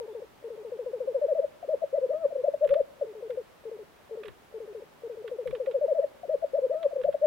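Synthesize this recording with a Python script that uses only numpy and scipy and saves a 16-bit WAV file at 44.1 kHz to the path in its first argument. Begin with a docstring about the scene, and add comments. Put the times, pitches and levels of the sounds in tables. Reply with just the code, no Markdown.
"""A black grouse cock coos on an open bog. His song has a set pattern: a roll of falling bubbles that
climbs as he works harder, a flourish of arched hoots, a few winding-down notes, then false starts
until the next roll takes off. His voice box (the syrinx) glides in near-pure tones, and his inflated
air sac booms whenever they sweep through its own pitch. The trees echo faintly. Over still air, a far
songbird whistles once, and a few dry ticks and soft bumps sound close by."""
import sys
import numpy as np
from scipy import signal
from scipy.fft import rfft, irfft
from scipy.io import wavfile
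from scipy.ndimage import uniform_filter1d

SR = 44100
rng = np.random.default_rng(int(sys.argv[2]) if len(sys.argv) > 2 else 0)


def generate_wav(sig):
    """Save sig (samples, or channels by samples) to the path in sys.argv[1] as 16-bit PCM at SR."""
    pcm = np.round(np.clip(np.atleast_2d(sig).T, -1, 1) * 32767).astype(np.int16)
    wavfile.write(sys.argv[1], SR, pcm)


N = 320166
TIME = np.arange(N) / SR

# the tone of the still air, from bass to treble: pitch_hz, relative_db
AIR_TONE = [(25, -12.5), (45, -1.5), (90, -1.5), (155, 0), (230, -0.5), (450, 1.5), (850, -1), (1500, -6),
            (2500, -10.5), (3400, -13.5), (4500, -17.5), (7000, -22), (11000, -23.5), (16000, -22.5)]
# a far songbird's one note: start_s, length_s, start_hz, end_hz, level_db
SONGBIRD_NOTE = (.08, .09, 3380, 3620, -69)
# soft low bumps that come with the ticks: middle_s, half_length_s, level_db
SOFT_BUMPS = [(2.717, 0.04, -43.5), (2.81, .03, -55), (4.3, 0.026, -46), (5.503, .04, -43),
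              (7.07, 0.045, -46)]
# dry ticks close by: start_s, level_db, snap_offset_db, pitch_hz
DRY_TICKS = [(2.6448, -44, -14.5, 1425), (2.674, -41, -17, 1420), (2.69, -37, -19.5, 1895),
             (2.7056, -41, -25.5, 1379), (2.7382, -35.5, -21.5, 1290), (3.3037, -44.5, -17, 1610),
             (4.2329, -39, -29, 2510), (4.254, -37, -24, 1880), (4.2803, -36.5, -20.5, 1800),
             (5.2768, -37.5, -22, 1570), (5.473, -38.5, -15, 2000), (5.508, -42, -18, 2340),
             (5.5493, -37, -27, 1460), (5.659, -40.5, -24, 1960), (5.7108, -39.5, -24, 3500),
             (6.8278, -36.5, -26, 3477), (7.0135, -45.5, -26, 1520), (7.0344, -41.5, -19, 1600),
             (7.126, -47, -25, 1490)]
# the woody tones that every tick rings with: pitch_hz, width_hz, gain_db
WOODY_TONES = [(1190, 110, 4), (1470, 210, 0), (1850, 1100, 2), (2630, 920, -7), (3275, 210, -1),
               (3580, 260, -8.5)]
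# how the song reaches the two sides: pitch_hz, left_minus_right_db, left_lead_radians
SONG_DIRECTION = [(400, 3, -0.5), (519, 4.5, 0.23), (540, 3, 0.8), (640, 7, 0.17), (664, 9.5, 0.95),
                  (970, 1.5, -1.2)]

# In the note tables, crest is where the pitch peaks (0 = the note's start, 1 = its end), a depth is
# how strongly the pitch bends, drive is how hard the bird pushes, and swell is drive gained on the way.
# key bubbles along one roll: offset_s, length_s, top_hz, crest_share, bend_depth, drive_db, swell_db
ROLL_KEYS = [(0, .049, 469, .37, .17, -23.2, 3.2), (.0612, .059, 480, .11, .17, -23.3, -.4),
             (.1355, .057, 464, 0, .125, -26, 3.4), (.2785, .056, 497, .14, .22, -20.7, -2),
             (.563, .061, 520, .11, .245, -19.4, -3.4), (.7048, .055, 558, .07, .2, -18.2, -.6),
             (.7748, .059, 605, .24, .36, -18.1, 1.9), (.8444, .059, 644, .25, .36, -17, 1.3),
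             (.9103, .059, 666, .34, .4, -20.7, 7.5), (.9635, .05, 664, .53, .29, -35.3, 24.3)]
# each run sings the roll from its beginning, and false starts break off early:
# start_s, bubble_count, time_factor, pitch_factor, gain_db, last_gain_db, last_length_factor
ROLL_RUNS = [(-.057, 5, .98, .995, 1, -6, .6), (.438, 15, .998, .995, -.2, -1, 1),
             (3.65, 3, 1, .97, .8, -1, .85), (4.107, 3, 1.01, .97, 1.2, -.5, .86),
             (4.538, 5, 1.002, .965, .6, -7, .45), (5.032, 15, 1.002, 1.005, .3, 0, 1)]
# looser notes that end a song: start_s, length_s, top_hz, crest_share, bend_depth, drive_db, swell_db
WIND_DOWN_NOTES = [(3.0089, 0.044, 703.0, -0.22, 0.42, -18.5, -0.5),
                   (3.0629, 0.068, 448.0, 0.24, 0.17, -25.0, 0.5),
                   (3.1482, 0.061, 440, 0.16, 0.1, -25, 0.1), (3.2214, 0.059, 489, -0.03, 0.14, -22.5, 0.6),
                   (3.2937, 0.064, 504.0, 0.12, 0.19, -19.5, -4),
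                   (3.3693, 0.053, 512, 0.23, 0.28, -18.5, -7)]
# the hoots of a flourish, the same in every song: offset_s, length_s, top_hz, crest_share,
# rise_depth, fall_depth, start_drive_db, middle_drive_db, end_drive_db
FLOURISH_HOOTS = [(.0017, .027, 705, .36, .08, .59, -19, -24.5, -33),
                  (.0494, 0.022, 630, 1, .5, 0, -27, -21.5, -13),
                  (.069, .063, 641, .42, .08, 0.61, -20, -17, -16),
                  (.192, .027, 668, .56, .14, .35, -24, -14.5, -10.5),
                  (.302, .065, 667.7, .59, .51, 1, -17, -18, -15.5),
                  (.3857, .056, 532, .49, .29, .35, -22.5, -15.5, -15.5),
                  (.4643, .057, 659.6, .61, .57, .26, -16, -20.5, -13.5),
                  (.5079, 0.13, 664.4, .64, .14, .81, -13, -29.5, -11.5),
                  (.6754, .033, 684, .43, 0.25, .62, -32.5, -25.5, -22.5),
                  (.7187, .031, 558, .42, 0, 0.75, -40, -16.5, -30.5),
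                  (.7486, .049, 513, .49, 0, .27, -26.5, -19.5, -23.5),
                  (.8106, .054, 712.3, .53, .63, .62, -12, -22, -8),
                  (.9103, .014, 643, .31, 0.0062, .06, -21, -13.5, -13.5),
                  (.9814, 0.0659, 622, .47, 0.351, .65, -25.5, -8, -23.5),
                  (1.0563, .055, 572.7, 0.73, .4, .47, -32.5, -15.5, -12.5),
                  (1.1258, .066, 669, .49, .46, .66, -13.5, -16, -12.5)]
# each time he sings the flourish: start_s, pitch_factor, gain_db
FLOURISH_STARTS = [(1.624, .998, 0), (6.229, 1.002, 0.5)]
# throat resonances that pick out the overtones: pitch_hz, width_hz
THROAT_TONES = [(935, 190), (1760, 270)]
# how clear the overtones are as the song goes on: time_s, gain_db
OVERTONE_LEVELS = [(0, 3), (2.1, 2.5), (3.5, -2.5), (5.3, -5), (6, 2.5), (7.2, 0.5)]


def gain(db):
    """Turn decibels into a number to multiply by."""
    return 10 ** (np.asarray(db) / 20)


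def normalize(x):
    """Scale a sound to an average (rms) level of 1."""
    return x / np.sqrt(np.mean(x ** 2))


def add(track, start_s, sound):
    """Mix a sound into a track at a given time."""
    i = max(int(start_s * SR), 0)
    part = sound[:max(N - i, 0)]
    track[i:i + len(part)] += part


def resonate(x, hz, width_hz):
    """Ring at one pitch: that pitch passes at full level and the others are weakened."""
    return signal.lfilter(*signal.iirpeak(hz, hz / width_hz, fs=SR), x)


def band(x, low_hz, high_hz, order=2):
    """Keep the part of a sound between two pitches."""
    return signal.sosfilt(signal.butter(order, [low_hz, high_hz], "band", fs=SR, output="sos"), x)


def pan(x, left_db):
    """Place a sound by its left minus right level."""
    return x * gain(np.array([[left_db], [-left_db]]) / 2)


def wander(rate_hz):
    """A smooth random drift with a typical size of 1."""
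    hold = int(SR / rate_hz)
    steps = np.repeat(rng.standard_normal(N // hold + 1), hold)
    return normalize(uniform_filter1d(steps, hold)[:N])


def still_air(level_db=-56.5, bass_left_db=2.5, treble_left_db=-0.5, bass_hz=250, shared=0.43):
    """Far forest hush and a fine hiss, mostly different at each ear; the low rumble leans left."""
    hz = np.maximum(np.arange(N // 2 + 1) * SR / N, 1)
    points_hz, db = np.transpose(AIR_TONE)
    tone = gain(np.interp(np.log(hz), np.log(points_hz), db))
    left_db = treble_left_db + (bass_left_db - treble_left_db) / (1 + (hz / bass_hz) ** 2)
    noise = rng.standard_normal((2, N)) + shared * rng.standard_normal(N)
    hush = irfft(rfft(noise) * tone * gain(np.array([left_db, -left_db]) / 2), N)
    return normalize(hush) * gain(level_db)


def songbird():
    """One thin rising whistle from far off."""
    start, length, start_hz, end_hz, db = SONGBIRD_NOTE
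    hz = np.linspace(start_hz, end_hz, int(length * SR))
    whistle = np.sin(2 * np.pi * np.cumsum(hz) / SR)
    track = np.zeros(N)
    add(track, start, gain(db) * np.hanning(len(hz)) * whistle)
    return track


def bumps(right_share=0.48):
    """Dull nudges to the microphone's mount push its left and right sides opposite ways."""
    swell = sum(gain(db) * np.exp(-((TIME - middle) / half) ** 2) for middle, half, db in SOFT_BUMPS)
    rumble = band(rng.standard_normal(N), 30, 150)
    mount_ring = gain(3) * resonate(rumble, hz=152, width_hz=35)
    return swell * normalize(rumble + mount_ring) * np.array([[1], [-right_share]])


def ticks(rise_s=0.0013, decay_s=0.0044, rustle_s=0.018, rustle_db=-16, snap_s=0.0021):
    """Each tick is a sharp snap and a short scrape that rings woody tones and a pitch of its own."""
    scrapes, own_rings, snaps = np.zeros((3, N))
    t = np.arange(int(0.08 * SR)) / SR
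    fade = np.exp(-t / decay_s) + gain(rustle_db) * np.exp(-t / rustle_s)
    envelope = (1 - np.exp(-t / rise_s)) * fade
    for start, db, snap_offset_db, hz in DRY_TICKS:
        scrape_noise, snap_noise = rng.standard_normal((2, len(t)))
        scrape = gain(db) * scrape_noise * envelope
        add(scrapes, start, scrape)
        add(own_rings, start, gain(4) * resonate(scrape, hz, width_hz=220))
        add(snaps, start, gain(db + snap_offset_db) * snap_noise * np.exp(-t / snap_s))
    wood = sum(gain(db) * resonate(scrapes, hz, width) for hz, width, db in WOODY_TONES)
    return band(own_rings + wood, 700, 3540, order=4) + gain(2) * band(snaps, 6000, 13500, order=1)


def echoes(x, fade_s, delay_s, level_db):
    """Many trunks scatter the sound into a tail, different at each ear, that drops 60 dB in fade_s."""
    t = np.arange(int(1.5 * SR)) / SR
    build_up = np.clip(t / delay_s - 1, 0, 1)
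    tail = rng.standard_normal((2, len(t))) * np.exp(-np.log(1000) * t / fade_s) * build_up
    tail /= np.sqrt(np.sum(tail ** 2, axis=1, keepdims=True))
    return gain(level_db) * signal.fftconvolve(x[None], tail, axes=1)[:, :N]


def from_left(x):
    """The song reaches the left side louder and, at most of its pitches, slightly sooner."""
    hz = np.arange(N // 2 + 1) * SR / N
    points_hz, left_db, lead = np.transpose(SONG_DIRECTION)
    # each side gets half of the change in level and timing, in opposite directions
    left = gain(np.interp(hz, points_hz, left_db) / 2) * np.exp(1j * np.interp(hz, points_hz, lead) / 2)
    return irfft(rfft(x) * np.array([left, 1 / left]), N)


def roll(spacing_s=0.071):
    """List one full roll: bubbles fill the gaps between the key ones at a nearly steady pace."""
    keys, rows = np.array(ROLL_KEYS), []
    for here, there in zip(keys, keys[1:]):
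        count = max(round((there[0] - here[0]) / spacing_s), 1)
        rows.extend(np.linspace(here, there, count, endpoint=False))
    return rows + [keys[-1]]


def bubbles():
    """List the short falling notes: the wind-down and the runs. A false start clips its last bubble."""
    rows = list(WIND_DOWN_NOTES)
    for start, count, stretch, pitch, db, last_db, last_length in ROLL_RUNS:
        sung = roll()[:round(count)]
        for number, (offset, length, hz, crest, depth, drive, swell) in enumerate(sung, 1):
            if number == len(sung):
                length, drive = length * last_length, drive + last_db
            rows.append((start + offset * stretch, length, hz * pitch, crest, depth, drive + db, swell))
    return [(start, length, hz, crest, depth, depth, (drive, drive + swell))
            for start, length, hz, crest, depth, drive, swell in rows if start + length > 0]


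def hoots():
    """List the arched notes of each flourish."""
    return [(start + offset, length, hz * pitch, crest, rise, fall, np.array(drives) + db)
            for start, pitch, db in FLOURISH_STARTS
            for offset, length, hz, crest, rise, fall, *drives in FLOURISH_HOOTS]


def pip(hz=560, length_s=0.0046):
    """The tiny blip of the voice box opening just before a bubble."""
    t = np.arange(int(length_s * SR)) / SR
    return np.hanning(len(t)) * np.sin(2 * np.pi * hz * t)


def voice_note(length_s, top_hz, crest, rise, fall, drives_db, attack_s=0.005, release_s=0.0039):
    """One arched glide of the voice box, in three parts: main tone, overtones and strain."""
    progress = np.linspace(0, 1, int(length_s * SR))
    elapsed_s, remaining_s = progress * length_s, (1 - progress) * length_s
    # the pitch rises to its crest, falls away, and sags as the pressure gives out
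    arch_width, sag_depth, sag_s = 0.598, 0.33, 0.0019
    arch = np.exp(-((progress - crest) / arch_width) ** 2)
    bend = np.where(progress < crest, rise, fall) * (1 - arch)
    sag = sag_depth * np.exp(-remaining_s / sag_s)
    hz = top_hz * (1 - bend) * (1 - sag)
    phase = 2 * np.pi * np.cumsum(hz) / SR
    drive = gain(np.interp(progress, np.linspace(0, 1, len(drives_db)), drives_db))
    ramp = np.clip(np.minimum(elapsed_s / attack_s, remaining_s / release_s), 0, 1)
    fade = np.sin(np.pi / 2 * ramp) ** 2
    overtones = gain(-42) * np.sin(2 * phase) + gain(-50) * np.sin(3 * phase)
    # a long held hoot strains most: its octave stands out and a trace of half pitch creeps in
    held = min(length_s / 0.13, 1) ** 3
    strain = held * (gain(-59) * np.sin(2 * phase) + gain(-65) * np.sin(phase / 2))
    return fade * drive * np.sin(phase), fade * drive * overtones, fade * strain


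def grouse(sac_hz=558.8, sac_width_hz=56.2, roughness=0.015, pip_lead_s=0.013, flicker_db=3):
    """Bubbles and hoots drive the air sac, which swells each glide near its own pitch and rings on."""
    voice, overtones, strain = np.zeros((3, N))
    for start, *shape in bubbles() + hoots():
        for track, sound in zip((voice, overtones, strain), voice_note(*shape)):
            add(track, start, sound)
    for start, *_ in bubbles():
        if start > pip_lead_s:
            add(voice, start - pip_lead_s, gain(-35) * pip())
    rough_voice = voice * (1 + roughness * wander(rate_hz=150))
    boom = resonate(rough_voice, sac_hz, sac_width_hz)
    # an overtone stands out while it sweeps through a throat resonance
    throat = sum(resonate(overtones, hz, width) for hz, width in THROAT_TONES)
    clarity = gain(np.interp(TIME, *np.transpose(OVERTONE_LEVELS)))
    flicker = gain(flicker_db * wander(rate_hz=50))
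    return boom + (strain + throat) * clarity * flicker


def scene():
    """The cock stands a little to the left, and the ticks come from the right."""
    song = grouse()
    near_pines = echoes(song, fade_s=0.1, delay_s=0.011, level_db=-18.5)
    forest_edge = echoes(song, fade_s=0.8, delay_s=0.047, level_db=-28.5)
    close_sounds = pan(ticks(), left_db=-8.5) + bumps()
    background = still_air() + songbird()
    return background + close_sounds + near_pines + forest_edge + gain(-0.4) * from_left(song)


def record(dry, top_hz=15800):
    """Cut away the very highest treble."""
    return signal.sosfilt(signal.ellip(10, 0.1, 80, top_hz, fs=SR, output="sos"), dry)


dry = scene()
out = record(dry)
generate_wav(out)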